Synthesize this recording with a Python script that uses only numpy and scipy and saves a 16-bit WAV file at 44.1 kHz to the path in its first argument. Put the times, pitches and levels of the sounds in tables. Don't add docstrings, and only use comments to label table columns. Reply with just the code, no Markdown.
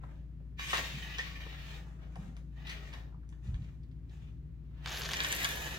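import sys
import numpy as np
from scipy import signal
from scipy.fft import rfft, irfft
from scipy.io import wavfile

SR = 44100
rng = np.random.default_rng(int(sys.argv[2]) if len(sys.argv) > 2 else 0)


def materialize(psi):
    bounded = np.clip(np.atleast_2d(psi).T, -1, 1)
    quanta = np.round(bounded * 32767).astype(np.int16)
    wavfile.write(sys.argv[1], SR, quanta)


N = 254898

# multiple of the turning rate, early level/dB, level once it labours/dB
HUM_HARMONICS = [(4, -47, -48), (5, -75, -56), (6, -63.5, -88), (7, -74.5, -63.5), (8, -84, -58.5),
                 (10, -58, -56.5), (11, -68, -56), (12, -61, -66), (18, -80, -72.5)]
TURN_HZ, LABOURS_AT_S = 14.245, 3.5
# f/Hz, relative level/dB
AIR_SPECTRUM = [(20, -16), (45, 1.5), (90, 1), (150, 3), (200, -8), (300, -9.5), (450, -22.5), (800, -32.5),
                (2000, -36.5), (5000, -48), (10000, -56), (16000, -53)]
AIR_DB = -53

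# t of the fastest moment/s, rise/s, fade/s,
# pad level/dB, scrape level/dB, hiss level/dB (levels before the shared trims)
SWEEPS = [(.04, 0.91, 0.15, -57, -80, -85.5), (.17, 0.13, 0.093, -74, -71, -91),
          (1.87, 0.047, 0.21, -64.5, -120, -81), (2.025, 0.12, 0.12, -58.5, -68, -102),
          (2.19, 0.26, 0.34, -58.5, -67, -77.5), (2.379, 0.17, 0.052, -69, -71, -94),
          (3.3, .02, 0.19, -74, -91, -107), (3.45, 0.092, 0.52, -65, -70.5, -79.5),
          (3.63, 0.12, 0.18, -72, -71, -89), (4.11, 0.068, 0.27, -68.5, -69, -81),
          (4.221, 0.14, 0.2, -73.5, -73.5, -98), (4.81, 0.18, 0.088, -58, -63, -88),
          (4.847, 0.035, 0.059, -54, -47, -67)]
SWEEP_DEPTH_DB, SWEEP_RING_DB = 27.5, -18

# t/s, level/dB, centre f/Hz, 60 dB decay/s, band edge over centre
NOISE_BURSTS = [(.035, -39, 1050, .04, 1.25), (.037, -43, 600, .05, 2), (.402, -52, 420, .05, 1.6),
                (.731, -23, 1130, .11, 1.1), (.7315, -29, 480, .08, 1.35), (.776, -32, 480, .25, 1.7),
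                (1.185, -28.5, 2700, .13, 1.35), (1.185, -26, 1870, .17, 1.06), (1.186, -38, 480, .14, 1.9),
                (1.464, -37, 540, .04, 2), (1.524, -40, 1300, .08, 2), (1.867, -48, 600, .06, 1.7),
                (2.156, -41, 1000, .04, 1.6), (2.162, -38, 590, .06, 1.3), (2.366, -50, 900, .09, 2.2),
                (2.668, -33, 2600, .1, 1.55), (2.692, -30, 2600, .09, 1.55), (2.927, -35, 2200, .1, 1.55),
                (2.935, -46, 560, .4, 1.7), (3.123, -50, 980, .07, 1.3), (3.141, -49, 980, .05, 1.3),
                (3.232, -54, 1300, .06, 1.3), (3.469, -51, 3200, .07, 1.7), (3.62, -51, 2400, .06, 1.6),
                (3.643, -51, 2500, .04, 1.5), (3.685, -50, 1700, .04, 1.5), (3.832, -57, 2400, .06, 1.8),
                (3.913, -57, 2400, .06, 1.7), (4.094, -55, 2750, .06, 1.6)]
# t/s, level/dB, floor f/Hz, 60 dB decay/s
FOOTFALLS = [(0.135, -43, 46.7, 0.13), (0.94, -39, 140, 0.18), (2.175, -41, 140, 0.32),
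             (2.226, -41, 52, 0.45), (2.262, -43, 150, 0.22), (3.436, -41, 104, 0.38),
             (3.472, -33, 125, 0.2), (3.485, -33, 68.2, 0.45), (3.518, -31, 54.7, 0.28),
             (3.598, -38, 94, 0.22)]
THUD_SPREAD, LANDING_S = 1.7, .008

# t/s, scrape level/dB, grit level/dB (before the shared trims)
STRUCK = [(.594, -40, -62), (.66, -42.5, -55), (.724, -42, -54), (.742, -34.5, -52), (.87, -41.5, -64),
          (1.01, -48.5, -69.5), (1.13, -45, -82), (1.23, -44, -82), (1.31, -50, -75), (1.43, -50.5, -82),
          (1.74, -52, -73), (1.95, -86, -112)]
NUDGED = [(2.47, -88, -100), (2.545, -76, -90), (2.57, -60, -87), (2.612, -64, -96), (2.7, -44.5, -100),
          (2.81, -61, -81.5), (2.855, -57, -75), (2.905, -63, -81), (2.938, -55, -81), (3.1, -79, -110)]
SHOVED = [(4.871, -48.5, -82), (4.93, -42, -54), (5.09, -47, -57), (5.2, -35.5, -54.5), (5.33, -36, -48),
          (5.48, -35, -48.5), (5.58, -42.5, -51.5), (5.78, -43, -60)]
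# curve, rim ring level/dB, pad level/dB
SLIDES = [(STRUCK, -63.5, -57.5), (NUDGED, -34, -55.5), (SHOVED, -15, -41.5)]
RING_OVER_SCRAPE_DB, PAD_OVER_SCRAPE_DB = -5, 2
GRIP_S = 0.038
# f/Hz, relative level/dB
SCRAPE_SPECTRUM = [(300, -20), (900, -11.5), (1400, -1), (2100, 8.5), (2600, 9), (3500, 5), (4400, -1),
                   (6000, -9.5), (9000, -29), (16000, -17)]
RIM_SPECTRUM = [(900, -20), (1550, 0), (2200, 0), (3500, -14)]
GRIT_SPECTRUM = [(1500, -49), (4000, -15.5), (6500, -1), (15800, -29)]
PAD_SPECTRUM = [(100, -5), (250, 0.5), (480, 2), (750, 2), (1050, -1), (1600, -1.5), (2600, -8),
                (6000, -37.5)]

# f/Hz, relative level/dB, 60 dB decay/s
LID_MODES = [(474, -7, 0.02), (1130, -1, 0.04), (2390, -1, 0.025), (2983, -4, .03), (3450, -6.5, 0.039),
             (3750, -5.5, 0.025), (4620, -13.5, 0.075), (6600, -3, .015)]
# t/s, f/Hz, rms wobble/Hz
RIM_PITCH = [(.6, 1780, 10), (.71, 1780, 15), (.74, 1870, 45), (1.8, 1820, 55), (2.61, 1800, 40),
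             (2.7, 2050, 170), (2.8, 1980, 110), (2.93, 1830, 75), (3.1, 1800, 30), (4.87, 1670, 110),
             (5.25, 1760, 110), (5.78, 1740, 90)]
RIM_T60_S = 0.026
RIM_DB, SLIP_RIM_DB = 7, -1

# t/s, level/dB before the click and ring gains, centre f/Hz, ring over click/dB
KNOCKS = [(0.595, -32, 1810, 6), (0.7292, -29, 2600, -6), (0.7319, -16.5, 1500, -2),
          (0.7385, -19, 2600, -8), (0.746, -18.5, 2600, -10), (0.7535, -21, 2200, -6),
          (0.7721, -19.5, 3380, -2), (0.7805, -23, 2400, -4), (0.793, -26, 1900, -2),
          (1.1842, -21.5, 2500, -2), (1.191, -27, 2600, -1), (2.157, -44, 3200, -2),
          (2.3671, -42, 4000, -6), (2.699, -31, 3000, -4), (2.937, -35, 2400, -1), (3.291, -48, 4000, -14),
          (3.326, -50, 1820, -2), (3.544, -40, 2030, -5), (4.8604, -24, 2300, -11), (4.8745, -31, 2400, -6),
          (4.973, -28, 2800, -7), (5.0188, -28, 2600, -4), (5.0585, -32, 2800, 0), (5.0905, -28, 2800, -1),
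          (5.117, -27, 3000, -5), (5.1345, -19, 2700, -5), (5.141, -26, 2800, 0), (5.1698, -25, 3600, -6),
          (5.2042, -17, 2700, -5), (5.2365, -28, 6500, -5), (5.247, -23, 3000, -1), (5.288, -27, 6500, -3),
          (5.32, -22, 6500, -4), (5.326, -14.5, 5200, -1), (5.3637, -24, 8000, -5), (5.4316, -27, 7500, -6),
          (5.4457, -16, 4000, -3), (5.4501, -17.5, 2600, -5), (5.457, -22, 2800, -3),
          (5.4905, -22, 9000, 0)]
CLICK_DB, RING_DB = 1.5, -2
CLICK_SPREAD, CHATTER_S = 1.85, .0007

# f/Hz, relative level/dB
FIZZ_SPECTRUM = [(5500, -20), (6800, -37), (11000, 14), (15500, 5.5)]
CRACKLE_SPECTRUM = [(500, 26.5), (1700, 6), (3500, 13.5), (5000, 6.5), (7000, 6), (15500, -68)]
SCRATCH_HZ = [1800, 2580, 3800, 4870, 6850]
FIZZ_PER_S, FIZZ_SPREAD_DB = 3500, 4
CRACKLE_DB = -44.5
SHOVE_EASES_AT_S, EASED_DB = 4.87, -13

# start t/s, lead of the right channel/s
PLACES = [(0, .0002), (4.858, 0), (5.15, .00026)]
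SHADED_UNTIL_S, SHADE_DB, SHADE_LEAN_DB = 4.858, -10, 0.5
# f/Hz, 60 dB decay/s
ROOM_T60 = [(150, 1), (600, 0.53), (2500, 0.14), (6000, 0.35), (14000, 0.32)]
# f/Hz, relative level/dB
ECHO_SPECTRUM = [(300, -5.5), (2000, -1.5), (5000, -3.5), (12000, 0)]
KNOCK_WET_DB, CRUNCH_WET_DB = -7.5, -7
EDGE_HZ = 15900


def amp(db):
    return 10 ** (np.asarray(db) / 20)


def unit(x):
    return x / np.sqrt(np.mean(x ** 2) + 1e-20)


def read(points, hz):
    f, value = np.transpose(points)
    return np.interp(np.log(hz + 1), np.log(f), value)


def colour(x, points):
    gain = amp(read(points, np.fft.rfftfreq(N, 1 / SR)))
    return unit(irfft(rfft(x) * gain, N))


def add(mix, s, sound):
    part = mix[max(round(s * SR), 0):][:len(sound)]
    part += sound[:len(part)]


def band(x, hz, spread):
    spread = max(spread, 1.05)
    edges = [hz / spread, min(hz * spread, SR / 2 - 500)]
    y = signal.sosfilt(signal.butter(2, edges, "band", fs=SR, output="sos"), x)
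    return y / abs(y).max()


def drift(per_s):
    return colour(rng.standard_normal(N), [(per_s / 2, 0), (per_s * 2, -40), (per_s * 10, -120)])


def diffuse(pair):
    hz = np.fft.rfftfreq(pair.shape[1], 1 / SR)
    same = np.clip(read([(130, 0.83), (260, 0.83), (520, 0.041), (9000, 0.16)], hz), 0, 1)
    mid, side = rfft(pair) * np.sqrt([1 + same, 1 - same])
    return irfft(np.array([mid + side, mid - side]) / 2, pair.shape[1])


def hum(change_s=0.038):
    t, out = np.arange(N) / SR, np.zeros((2, N))
    labour = np.clip((t - LABOURS_AT_S) / change_s + .5, 0, 1)
    for k, early_db, late_db in HUM_HARMONICS:
        hz = k * TURN_HZ
        waver_db = .07 * k * drift(per_s=2)
        db = early_db + labour * (late_db - early_db) + waver_db
        lean_db = read([(60, 5.0), (120, -0.5)], hz)
        gain = amp(db + np.array([[.5], [-.5]]) * lean_db)
        out += gain * np.sqrt(2) * np.sin(2 * np.pi * (hz * t + rng.random()))
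    return out


def room_air():
    return amp(AIR_DB) * colour(diffuse(rng.standard_normal((2, N))), AIR_SPECTRUM)


def sweep_levels():
    t, level = np.arange(N) / SR, np.zeros((4, N))
    for s, rise_s, fade_s, pad_db, scrape_db, hiss_db in SWEEPS:
        swell = amp(-SWEEP_DEPTH_DB * np.maximum((s - t) / rise_s, (t - s) / fade_s))
        level += np.outer(amp([scrape_db, scrape_db + SWEEP_RING_DB, hiss_db, pad_db]), swell)
    return level


def slide_levels():
    t, level = np.arange(N) / SR, np.zeros((4, N))
    for curve, ring_top_db, pad_top_db in SLIDES:
        s, scrape_db, grit_db = np.transpose(curve)
        moving = np.clip(1 + np.minimum(t - s[0], s[-1] - t) / GRIP_S, 0, 1) ** 3
        scrape = amp(np.interp(t, s, scrape_db))
        grit = amp(np.interp(t, s, grit_db))
        ring = 1 / np.hypot(1 / (scrape * amp(RING_OVER_SCRAPE_DB)), 1 / amp(ring_top_db))
        pad = 1 / np.hypot(1 / (scrape * amp(PAD_OVER_SCRAPE_DB)), 1 / amp(pad_top_db))
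        level += moving * np.array([scrape, ring, grit, pad])
    return level


def grains(per_s, spread_db):
    size = amp(spread_db * np.minimum(rng.exponential(1, N), 4))
    happens = rng.random(N) < per_s / SR
    return unit(size * rng.choice([-1, 1], N) * happens)


def rim_mode(x, wobble_per_s=90):
    t = np.arange(N) / SR
    s, pitch, wobble = np.transpose(RIM_PITCH)
    hz = np.interp(t, s, pitch) + np.interp(t, s, wobble) * drift(wobble_per_s)
    turn = np.exp(2j * np.pi * np.cumsum(hz) / SR)
    decay = amp(-60 / (RIM_T60_S * SR))
    return (turn * signal.lfilter([1], [1, -decay], x / turn + 1e-18)).imag


def lid_ring(x, main_db):
    t = np.arange(SR // 4) / SR
    ring = sum(amp(db - 60 * t / t60) * np.sin(2 * np.pi * hz * t) for hz, db, t60 in LID_MODES)
    fixed_modes = signal.oaconvolve(x, ring)[:N]
    return (fixed_modes + amp(main_db) * rim_mode(x)) / np.linalg.norm(ring)


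def slides(judder_db=3.0, rustle_db=1.5, modes_db=-10):
    level = slide_levels() + sweep_levels() * amp(rustle_db * drift(per_s=16))
    slips = grains(per_s=3000, spread_db=2.5)
    modes = lid_ring(grains(per_s=3700, spread_db=-1.5), main_db=SLIP_RIM_DB)
    scrape = colour(slips + amp(modes_db) * modes, SCRAPE_SPECTRUM)
    rim = colour(rim_mode(rng.standard_normal(N)), RIM_SPECTRUM)
    grit = colour(slips + rng.standard_normal(N), GRIT_SPECTRUM)
    pad = colour(grains(per_s=3900, spread_db=3.5), PAD_SPECTRUM)
    parts = np.array([scrape, rim, grit, amp(-3.0) * pad])
    return (level * parts).sum(0) * amp(judder_db * drift(per_s=122))


def noise_bursts(rise_share=0.009):
    out, t = np.zeros(N), np.arange(SR // 4) / SR
    for s, db, hz, t60, spread in NOISE_BURSTS:
        onset = 1 - np.exp(-t / (rise_share * t60))
        shape = onset * np.exp(-np.log(1000) * t / t60)
        add(out, s, amp(db) * band(rng.standard_normal(len(t)) * shape, hz, spread))
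    return out


def steps(swing=0.89):
    out, t = np.zeros(N), np.arange(SR // 2) / SR
    landing = 1 - np.exp(-t / LANDING_S)
    for s, db, hz, t60 in FOOTFALLS:
        rumble = band(band(rng.standard_normal(len(t)), hz, THUD_SPREAD), hz, THUD_SPREAD)
        floor = swing * np.sin(2 * np.pi * hz * t)
        add(out, s, amp(db - 60 * t / t60) * landing * (floor + unit(rumble)))
    return out


def knocks(chatter=0.23):
    clicks, into_lid = np.zeros((2, N))
    t = np.arange(1024) / SR
    for s, db, hz, ring_db in KNOCKS:
        blow = signal.unit_impulse(len(t))
        rattle = chatter * rng.standard_normal(len(t)) * np.exp(-t / CHATTER_S)
        add(clicks, s, amp(db) * band(blow + rattle, hz, CLICK_SPREAD))
        add(into_lid, s, amp(db + ring_db) * band(blow, hz, spread=2.4))
    return amp(CLICK_DB) * clicks + amp(RING_DB) * lid_ring(into_lid, RIM_DB)


def crunch(fizz_db=-50, scratch_s=0.00092):
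    t = np.arange(N) / SR
    s, _, grit_db = np.transpose(SHOVED)
    pressed = np.interp(t, s, amp(grit_db - grit_db.max()), left=0)
    fizz = colour(grains(FIZZ_PER_S, FIZZ_SPREAD_DB), FIZZ_SPECTRUM) * amp(3 * drift(per_s=40))
    scratches = np.zeros(N)
    decay = np.exp(-1 / (scratch_s * SR))
    for hz in SCRATCH_HZ:
        catches = signal.lfilter([1], [1, -decay], abs(grains(per_s=140, spread_db=2.4)))
        scratch = band(catches * rng.standard_normal(N), hz, spread=1.64)
        scratches += unit(scratch) * np.sqrt(hz)
    force = np.interp(t, [s[0], SHOVE_EASES_AT_S, s[-1]], amp([0, 0, EASED_DB]), left=0)
    crackle = colour(scratches, CRACKLE_SPECTRUM)
    return amp(fizz_db) * pressed * fizz + amp(CRACKLE_DB) * force * crackle


def direct(x, bounce_db=-8, bounce_s=0.0039, bounce_lag_s=0.00044):
    out = np.zeros((2, N))
    place = np.searchsorted([s for s, _ in PLACES], np.arange(N) / SR, "right") - 1
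    for k, (_, lead_s) in enumerate(PLACES):
        add(out[0], lead_s, x * (place == k))
    add(out[1], 0, x)
    dull = amp(bounce_db) * signal.sosfilt(signal.butter(1, 3500, fs=SR, output="sos"), x)
    add(out[0], bounce_s, dull)
    add(out[1], bounce_s + bounce_lag_s, dull)
    return out


def tail(x, build_s=0.0013):
    taps = diffuse(rng.standard_normal((2, SR // 2)) * (rng.random((2, SR // 2)) < 3000 / SR))
    hz, t, z = signal.stft(taps, SR, nperseg=256)
    decay_db = read(ECHO_SPECTRUM, hz)[:, None] - 60 * t / read(ROOM_T60, hz)[:, None]
    echo = signal.istft(z * amp(decay_db) * np.minimum(t / build_s, 1), SR, nperseg=256)[1]
    return signal.fftconvolve(x[None], echo / np.linalg.norm(echo[0]), axes=1)[:, :N]


def travelling(x, wet_db, turns_per_s=1.3, count=5):
    t = np.arange(N) / SR
    phase = turns_per_s * t - np.arange(count)[:, None] / count
    share = np.maximum(np.cos(2 * np.pi * phase), 0) ** 2
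    share /= np.linalg.norm(share, axis=0)
    shaded = t < SHADED_UNTIL_S
    echoes = amp(wet_db) * sum(tail(x * part * amp(-SHADE_DB * shaded)) for part in share)
    shade_db = SHADE_DB / 2 + SHADE_LEAN_DB * np.array([[.5], [-.5]])
    return (direct(x) + echoes) * amp(shaded * shade_db)


def scene():
    on_floor = amp(-9.0) * travelling(slides(), wet_db=6)
    on_floor += travelling(noise_bursts(), wet_db=-14.0)
    on_floor += travelling(knocks(), wet_db=KNOCK_WET_DB)
    on_floor += travelling(crunch(), wet_db=CRUNCH_WET_DB)
    return hum() + room_air() + steps() + on_floor * amp([[.4], [-.4]])


def record(dry):
    low_pass = signal.firwin(511, EDGE_HZ, window=("kaiser", 9), fs=SR)
    return signal.oaconvolve(dry, low_pass[None], "same")


dry = scene()
out = record(dry)
materialize(out)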